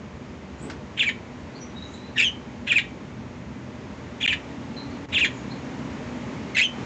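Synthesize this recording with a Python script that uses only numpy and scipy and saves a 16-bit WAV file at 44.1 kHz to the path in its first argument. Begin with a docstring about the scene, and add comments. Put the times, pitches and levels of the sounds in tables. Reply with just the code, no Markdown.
"""A small room, where a budgie calls six times in a wire cage, with thin soft whistles, and one tap
before the first call. Four calls are falling double chirps that break into rasp where the syrinx
(voice organ) runs unstable; two are buzzy rising squawks. Calls are gliding tones mixed with noisy rasp.
Behind lie a low hum, a far engine note and the slowly swelling rumble of distant traffic, made of
shaped noise and sine waves. A dull shuffle of noise surrounds the tap."""
import sys
import numpy as np
from scipy import signal
from scipy.fft import rfft, irfft, next_fast_len
from scipy.io import wavfile
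from scipy.ndimage import uniform_filter1d

SR = 44100
rng = np.random.default_rng(int(sys.argv[2]) if len(sys.argv) > 2 else 0)


def unload_audio(sound):
    """Save the sound as a 16-bit wav file, at the path given as the first command line argument."""
    columns = np.transpose(np.atleast_2d(sound))
    # keep every value between -1 and 1, then stretch to whole-number steps
    steps = np.round(np.clip(columns, -1, 1) * 32767)
    wavfile.write(sys.argv[1], SR, steps.astype(np.int16))


N = 302085
TIME = np.arange(N) / SR

# Colours of noise are relative, since noise is evened to one strength: pitch_hz, level_db (per Hz)
DEEP_COLOUR = [(15, -48), (35, -25), (50, -12), (68, 1), (95, 0.5), (125, -23), (250, -70.5)]
RUMBLE_COLOUR = [(50, -43.5), (95, -14.5), (122, 1), (170, -2.5), (200, 1), (240, 0.5), (285, -3.5),
                 (335, -9.5), (420, -17.5), (550, -44), (900, -95)]
AIR_COLOUR = [(190, -45), (330, 0), (394, -4), (416, -5.5), (452, 0), (555, -4.5), (602, -1), (681, -8.5),
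              (883, -6), (1480, -13), (2090, -12), (2630, -16.5), (4680, -25.5), (7050, -27), (8650, -48.5),
              (11200, -77.5), (19000, -120)]
SHUFFLE_COLOUR = [(80, -20), (180, -2), (300, 2), (600, -12), (1500, -23), (4000, -32), (8000, -51)]
TAP_COLOUR = [(500, -18), (1000, -3), (1500, 6), (2100, -3.5), (3700, -5), (7000, -12), (8600, -40)]
RASP_COLOUR = [(900, -36), (1300, -11), (1700, 6.5), (2300, 5), (3300, 6), (3900, 0.5), (4500, -23.5),
               (5800, -17.5), (7200, -12.5), (8000, -32), (9000, -40)]
# Background levels, swelling slowly with one brief sag near the end; before a small trim:
# time_s, rumble_db, tyre_and_air_db
BACKGROUND_SWELL = [(0, -41, -47), (1.5, -40.5, -45.5), (3.4, -39.5, -46.5), (4.3, -40, -44),
                    (5.1, -36.5, -42.5), (6.0, -36, -40.5), (6.5, -34.5, -40.5), (6.66, -42.5, -44.5),
                    (6.8, -32.5, -38.5)]
# Humming lines, levels relative to the rumble: pitch_hz, level_db
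HUM_LINES = [(123, -13.5), (243, -10), (335, -26), (392, -17.5), (605, -27.5)]
# A far engine, before its waver: time_s, pitch_hz, level_db
ENGINE_PATH = [(0, 250, -54.5), (3.6, 252, -53), (4.0, 268, -39), (4.4, 281, -45), (5.0, 279, -46.5),
               (5.9, 273, -36.5), (6.4, 272.6, -42), (6.85, 272, -50)]
# Soft whistles, levels before flutter and distance: start_s, length_s, first_hz, last_hz, level_db,
# quaver (share of pitch)
WHISTLE_NOTES = [(0.576, 0.072, 7000, 7700, -54.5, 0.051), (1.54, 0.039, 4180, 4620, -52, 0.0366),
                 (1.582, 0.075, 5880, 5800, -51.5, 0.014), (1.734, 0.14, 3795, 3900, -47.5, .005),
                 (1.791, 0.2, 6570, 6800, -58, 0.0647), (1.891, 0.13, 3900, 3920, -53.5, 0.026),
                 (2.003, 0.14, 3900, 4020, -58.5, 0.024), (4.758, .06, 4210, 3910, -45.5, 0.031),
                 (4.801, 0.071, 3892, 4020, -54, 0.06), (4.9, 0.071, 4320, 4100, -57, 0.04),
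                 (5.33, 0.068, 7164, 6400, -54, 0.029), (5.469, 0.087, 4100, 4100, -50, 0.043)]
# A tap on the cage, before a trim: start_s, level_db
TAP_HITS = [(0.699, -26.5)]
# Gain of throat and beak for the overtones, beak narrow and then wide open: pitch_hz, gain_db
NARROW_BEAK = [(3300, -13), (4100, -13.5), (4800, -35), (6200, -36), (6750, -21), (7300, -24), (7900, -44),
               (9500, -65)]
OPEN_BEAK = [(3300, -13.5), (4000, -9), (4500, -14.5), (5100, -23), (5600, -24), (6300, -17), (7300, -17),
             (8200, -45), (9500, -50)]
# Falling strokes, two to a chirp: rasp, a clear gliding tone, rasp again. Levels before the voice trims:
# tone_start_s, glide_length_s, first_hz, last_hz, tone_db, swell_over_glide_db, opening_rasp_db, closing_rasp_db
CHIRP_STROKES = [(0.995, .030, 3500, 2400, -17.5, -3, -28, -20.5),
                 (1.056, .032, 2563, 2276, -22, 8, -32, -22.5),
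                 (2.693, .028, 3450, 2420, -18.5, 15, -25, -18.5),
                 (2.758, .023, 2594, 2400, -15, 1.5, -32.5, -17.5),
                 (4.229, 0.029, 3480, 2420, -20.5, 2, -27, -20),
                 (4.283, .040, 3200, 2330, -21, 1, -14.5, -18),
                 (5.147, 0.032, 3520, 2520, -17.5, 1.5, -25.5, -19.5),
                 (5.212, 0.032, 2780, 2400, -17.5, 2.5, -23, -16.5)]
# Notes of two squawks, from a low start through a buzzy middle to a clear high end. Levels before voice trims:
# start_s, length_s, first_hz, last_hz, level_db, roughness (0-1)
SQUAWK_NOTES = [(2.166, 0.0091, 1840, 1730, -23.5, .18), (2.182, 0.0105, 2830, 2630, -14, 0.3),
                (2.198, 0.01524, 2520, 2380, -13.5, 0.3), (2.224, .014, 2620, 2703, -14, 0.26),
                (2.246, 0.038, 3250, 2975, -17.5, 0.07), (6.552, 0.012, 2130, 1950, -23.5, 0.25),
                (6.57, .007, 2620, 2680, -12.5, 0.37), (6.581, 0.024, 2450, 2105, -15.5, 0.45),
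                (6.614, 0.012, 2480, 2760, -12.5, 0), (6.632, 0.031, 3260, 2960, -18, 0)]
# Reflections from the cage tray and the near wall: delay_s, gain (plain factor)
NEAR_ECHOES = [(.0031, 0.052), (.0074, 0.26), (0.0128, 0.27), (0.0216, .15), (.034, 0.08)]
# Cage wires that ring along: pitch_hz, t60_s (time to fall 60 dB), gain at resonance (plain factor)
CAGE_WIRES = [(2310, 0.7, 0.6), (3080, 0.45, .55), (2020, .45, .25)]
# Brief dips in the level: start_s, end_s, level_db
LEVEL_DIPS = [(4.2632, 4.277, -49), (5.058, 5.086, -11)]

DEEP_DB, DEEP_WAVER_DB = -47, 2
SHUFFLE_S, SHUFFLE_WIDTH_S, SHUFFLE_DB = 0.676, 0.09, -37
PULSE_HZ, PULSE_SPREAD = 181.9, 0.284   # flutter of the airflow in a rough call
TONE_FLUTTER_HZ, TONE_FLUTTER_DB = 254, 2   # even a clear tone trembles in strength
OPENING_S, OPENING_ROUGH, OPENING_HZ = 0.018, 0.845, 2612   # the rasp before the tone locks in
LOCK_S = 0.005   # the switch from rasp to tone
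GLIDE_ROUGH, GLIDE_BEND = 0.082, 1.4   # a higher bend makes the pitch fall earlier
BREAK_S = 0.00583   # the tone collapses into a low rasp
CLOSING_S, CLOSING_ROUGH, CLOSING_HZ, CLOSING_SAG_DB = 0.016, 0.83, 1846, 4
ATTACK_DB_PER_S, RELEASE_DB_PER_S = 2195, 2001
NOTE_EDGE_DB_PER_S, NOTE_SAG_DB = 2400.5, 1.5   # how fast a note starts and stops; its loss while held
EDGE_S = 0.015   # time allowed for a note to rise and to die
ROOM_T60_S, ROOM_DB = 0.22, -11.5
CUTOFF_HZ = 8800


def from_db(db):
    """Decibels to gain."""
    return 10 ** (np.asarray(db) / 20)


def rms_one(x):
    """Scale to unit power."""
    return x / np.sqrt(np.mean(x ** 2) + 1e-20)


def in_time(rows, t):
    """Read each column of a curve at the times t."""
    seconds, *columns = np.transpose(rows)
    return [np.interp(t, seconds, column) for column in columns]


def gain_at(spectrum, hz):
    """Gain of a spectrum at any pitch, read along a logarithmic pitch scale."""
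    points = np.array(spectrum)
    return from_db(np.interp(np.log(np.maximum(hz, 1)), np.log(points[:, 0]), points[:, 1]))


def coloured(x, spectrum):
    """Strengthen and weaken the pitches in x by a spectrum, then scale to unit power."""
    hz = np.fft.rfftfreq(len(x), 1 / SR)
    return rms_one(irfft(rfft(x) * gain_at(spectrum, hz), len(x)))


def noise(spectrum, size):
    """Random noise of a given colour."""
    return coloured(rng.standard_normal(next_fast_len(size)), spectrum)[:size]


def drift(rate_hz, size):
    """Smooth chance movement with spread 1: noise with its fast changes weakened."""
    padded = next_fast_len(size + SR // 10)
    hz = np.fft.rfftfreq(padded, 1 / SR)
    smooth = rfft(rng.standard_normal(padded)) / (1 + (hz / rate_hz) ** 2)
    return rms_one(irfft(smooth, padded))[:size]


def phase_of(hz):
    """Running phase of a moving pitch."""
    return 2 * np.pi * np.cumsum(hz) / SR


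def deep_drone():
    """Very low noise whose level wavers a little."""
    return from_db(DEEP_DB + DEEP_WAVER_DB * drift(5.1, N)) * noise(DEEP_COLOUR, N)


def hum(waver=0.01178, throb_db=3.5):
    """Low sine waves, each wavering in pitch and throbbing in strength."""
    total = np.zeros(N)
    for hz, level_db in HUM_LINES:
        throb = from_db(level_db + throb_db * drift(5.1, N))
        pitch = hz * (1 + waver * drift(5.1, N))
        total += throb * rms_one(np.sin(phase_of(pitch)))
    return total


def traffic(rumble_gain_db=-0.5, air_gain_db=1.5):
    """Rumble and hiss of far traffic as two shaped noises; the hum swells along with the rumble."""
    rumble_db, air_db = in_time(BACKGROUND_SWELL, TIME)
    rumble = from_db(rumble_db + rumble_gain_db) * (noise(RUMBLE_COLOUR, N) + hum())
    air = from_db(air_db + air_gain_db) * noise(AIR_COLOUR, N)
    return rumble + air


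def far_engine(waver=0.0041, throb_db=3.5):
    """One sine wave that follows the engine's pitch and strength, wavering in both."""
    pitch, level_db = in_time(ENGINE_PATH, TIME)
    throb = from_db(level_db + throb_db * drift(1.1, N))
    return throb * np.sin(phase_of(pitch * (1 + waver * drift(6, N))))


def shuffle():
    """A soft, low rustle: noise that swells and fades."""
    swell = np.exp(-((TIME - SHUFFLE_S) / SHUFFLE_WIDTH_S) ** 2)
    return from_db(SHUFFLE_DB) * swell * noise(SHUFFLE_COLOUR, N)


def whistles(flutter_db=6.5):
    """Thin sine notes before and between the calls, quavering in pitch and fluttering in strength."""
    out = np.zeros(N)
    for start, length, first_hz, last_hz, level_db, quaver in WHISTLE_NOTES:
        at, size = int(start * SR), int(length * SR)
        pitch = np.linspace(first_hz, last_hz, size) * (1 + quaver * drift(300, size))
        swell = signal.windows.tukey(size, 0.5) * from_db(level_db + flutter_db * drift(60, size))
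        out[at:at + size] += swell * np.sin(phase_of(pitch))
    return out


def tap(t60_s=0.11, level_db=-7.5):
    """A light knock sets the cage rattling: noise that starts at once and dies away."""
    shake = np.zeros(N)
    for start, hit_db in TAP_HITS:
        fade_db = 60 * np.abs(TIME - start) / t60_s
        shake += (TIME >= start) * from_db(hit_db + level_db - fade_db)
    return shake * noise(TAP_COLOUR, N)


def rasp_of(size, slap_hz=700, unevenness=0.3, hiss=0.55, smear_s=0.0015):
    """The membranes slap at uneven intervals; each slap rings briefly in the throat, at an even strength."""
    slap_rate = slap_hz * np.exp(unevenness * drift(400, size))
    slaps = np.diff(np.floor(np.cumsum(slap_rate) / SR), prepend=0)
    t = TIME[:SR // 200]
    ring = rng.standard_normal(len(t)) * np.exp(-t / smear_s)
    burst = rms_one(signal.fftconvolve(slaps, ring)[:size]) + hiss * rng.standard_normal(size)
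    burst = coloured(burst, RASP_COLOUR)
    power = uniform_filter1d(uniform_filter1d(burst ** 2, size=120), size=120)
    return burst / np.sqrt(power + 1e-6)   # even out the strength


def syrinx(phase, pitch, beak, third_db):
    """A tone whose overtones flare as they slide through the beak resonances."""
    second = gain_at(beak, 2 * pitch) * np.sin(2 * phase)
    third = from_db(third_db) * gain_at(beak, 3 * pitch) * np.sin(3 * phase)
    return np.sin(phase) + second + third


def call(gesture, beak, buzz_hz, swing, jitter, rough_jitter, pulsing_db, third_db, rasp_db, tone_db,
         buzz_spread=0.2474):
    """A gliding tone. As it turns unstable it pulses, a slower vibration adds sidebands, and rasp takes over."""
    at, pitch, level_db, rough = gesture
    size = len(at)
    rough = np.clip(rough, 0, 1)
    pitch = pitch * (1 + (jitter + rough_jitter * rough) * drift(349, size))
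    buzz = np.sin(phase_of(buzz_hz * np.exp(buzz_spread * drift(211, size))))
    pulses = np.sin(phase_of(PULSE_HZ * np.exp(PULSE_SPREAD * drift(180, size))))
    tremble = rms_one(from_db(TONE_FLUTTER_DB * drift(TONE_FLUTTER_HZ, size)))
    phase = phase_of(pitch) + swing * rough * buzz   # the buzz shakes the phase
    tone = tremble * syrinx(phase, pitch, beak, third_db)
    clear = from_db(tone_db) * np.sqrt(2 - rough - rough ** 2) * tone   # gone at full roughness
    rasp = from_db(rasp_db) * rough * rasp_of(size)
    out = np.zeros(N)
    out[at] = from_db(level_db + pulsing_db * np.cbrt(rough) * pulses) * (clear + rasp)
    return out


def stroke(start, length, first_hz, last_hz, tone_db, swell_db, opening_db, closing_db):
    """Samples, pitch, level and roughness of one stroke: rasp, falling tone, rasp."""
    begin, end = start - OPENING_S - EDGE_S, start + length + CLOSING_S + EDGE_S
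    at = np.flatnonzero((TIME > begin) & (TIME < end))
    t = TIME[at] - start
    stages = [-LOCK_S, 0, length, length + BREAK_S, length + CLOSING_S]
    fall = (0.5 + 0.5 * np.cos(np.pi * np.clip(t / length, 0, 1))) ** GLIDE_BEND
    pitch = np.interp(t, stages, [OPENING_HZ, last_hz, last_hz, CLOSING_HZ, CLOSING_HZ])
    pitch += (t > 0) * (first_hz - last_hz) * fall
    levels = [opening_db, tone_db - swell_db / 2, tone_db + swell_db / 2, closing_db, closing_db - CLOSING_SAG_DB]
    level_db = np.interp(t, stages, levels)
    attack_db = ATTACK_DB_PER_S * np.maximum(-OPENING_S - t, 0)
    release_db = RELEASE_DB_PER_S * np.maximum(t - stages[-1], 0)
    rough = np.interp(t, stages, [OPENING_ROUGH, GLIDE_ROUGH, GLIDE_ROUGH, CLOSING_ROUGH, CLOSING_ROUGH])
    return at, pitch, level_db - attack_db - release_db, rough


def squawk_note(start, length, first_hz, last_hz, level_db, rough):
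    """Samples, pitch, level and roughness of one squawk note: a straight glide with abrupt edges."""
    at = np.flatnonzero((TIME > start - EDGE_S) & (TIME < start + length + EDGE_S))
    t = TIME[at] - start
    held = np.clip(t, 0, length)
    pitch = first_hz + (last_hz - first_hz) * held / length
    loss_db = NOTE_SAG_DB * held / length + NOTE_EDGE_DB_PER_S * np.abs(t - held)
    return at, pitch, level_db - loss_db, rough


def budgie(throat_hz=1430):
    """Chirps with the beak narrow, squawks with it wide open; the small throat radiates little that is low."""
    chirps = sum(call(stroke(*row), NARROW_BEAK, buzz_hz=781, swing=0.57, jitter=0.01, rough_jitter=0.0742,
                      pulsing_db=2.0, third_db=-0.5, rasp_db=-2.5, tone_db=-2.0) for row in CHIRP_STROKES)
    squawks = sum(call(squawk_note(*row), OPEN_BEAK, buzz_hz=810, swing=0.21, jitter=0.022, rough_jitter=0.068,
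                       pulsing_db=5.0, third_db=1.0, rasp_db=-1.5, tone_db=-3.5) for row in SQUAWK_NOTES)
    throat = signal.butter(6, throat_hz, "high", fs=SR, output="sos")
    return signal.sosfilt(throat, chirps + squawks)


def room(x, wet_db, build_s=0.0094):
    """Direct sound, a few near reflections, ringing wires and a short diffuse tail."""
    t = TIME[:SR // 2]
    fade = np.exp(-np.log(1000) * t / ROOM_T60_S)
    tail = rng.standard_normal(len(t)) * fade * (1 - np.exp(-t / build_s))
    response = from_db(wet_db) * tail / np.sqrt(np.sum(tail ** 2))
    response[0] = 1   # direct sound
    for delay, gain in NEAR_ECHOES:
        response[int(delay * SR)] += gain
    for hz, t60, gain in CAGE_WIRES:
        damping = np.log(1000) / t60
        response += 2 * gain * damping / SR * np.exp(-damping * t) * np.cos(2 * np.pi * hz * t)
    return signal.fftconvolve(x, response)[:N]


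def scene(far_db=-4.0, far_wet_db=3.0):
    """The near bird and its cage; the whistles come from farther off, blurred by the room."""
    background = deep_drone() + traffic() + far_engine()
    far = from_db(far_db) * room(whistles(), far_wet_db)
    near = room(budgie() + tap(), ROOM_DB)
    return (background + shuffle() + far + near)[None]


def record(dry):
    """The level dips briefly twice; the highest pitches are cut."""
    gain = np.ones(N)
    for start, end, level_db in LEVEL_DIPS:
        gain[int(start * SR):int(end * SR)] = from_db(level_db)
    smooth_gain = uniform_filter1d(gain, size=60)
    low_pass = signal.ellip(10, 0.2, 80, CUTOFF_HZ, fs=SR, output="sos")
    return signal.sosfilt(low_pass, dry * smooth_gain)


dry = scene()
out = record(dry)
unload_audio(out)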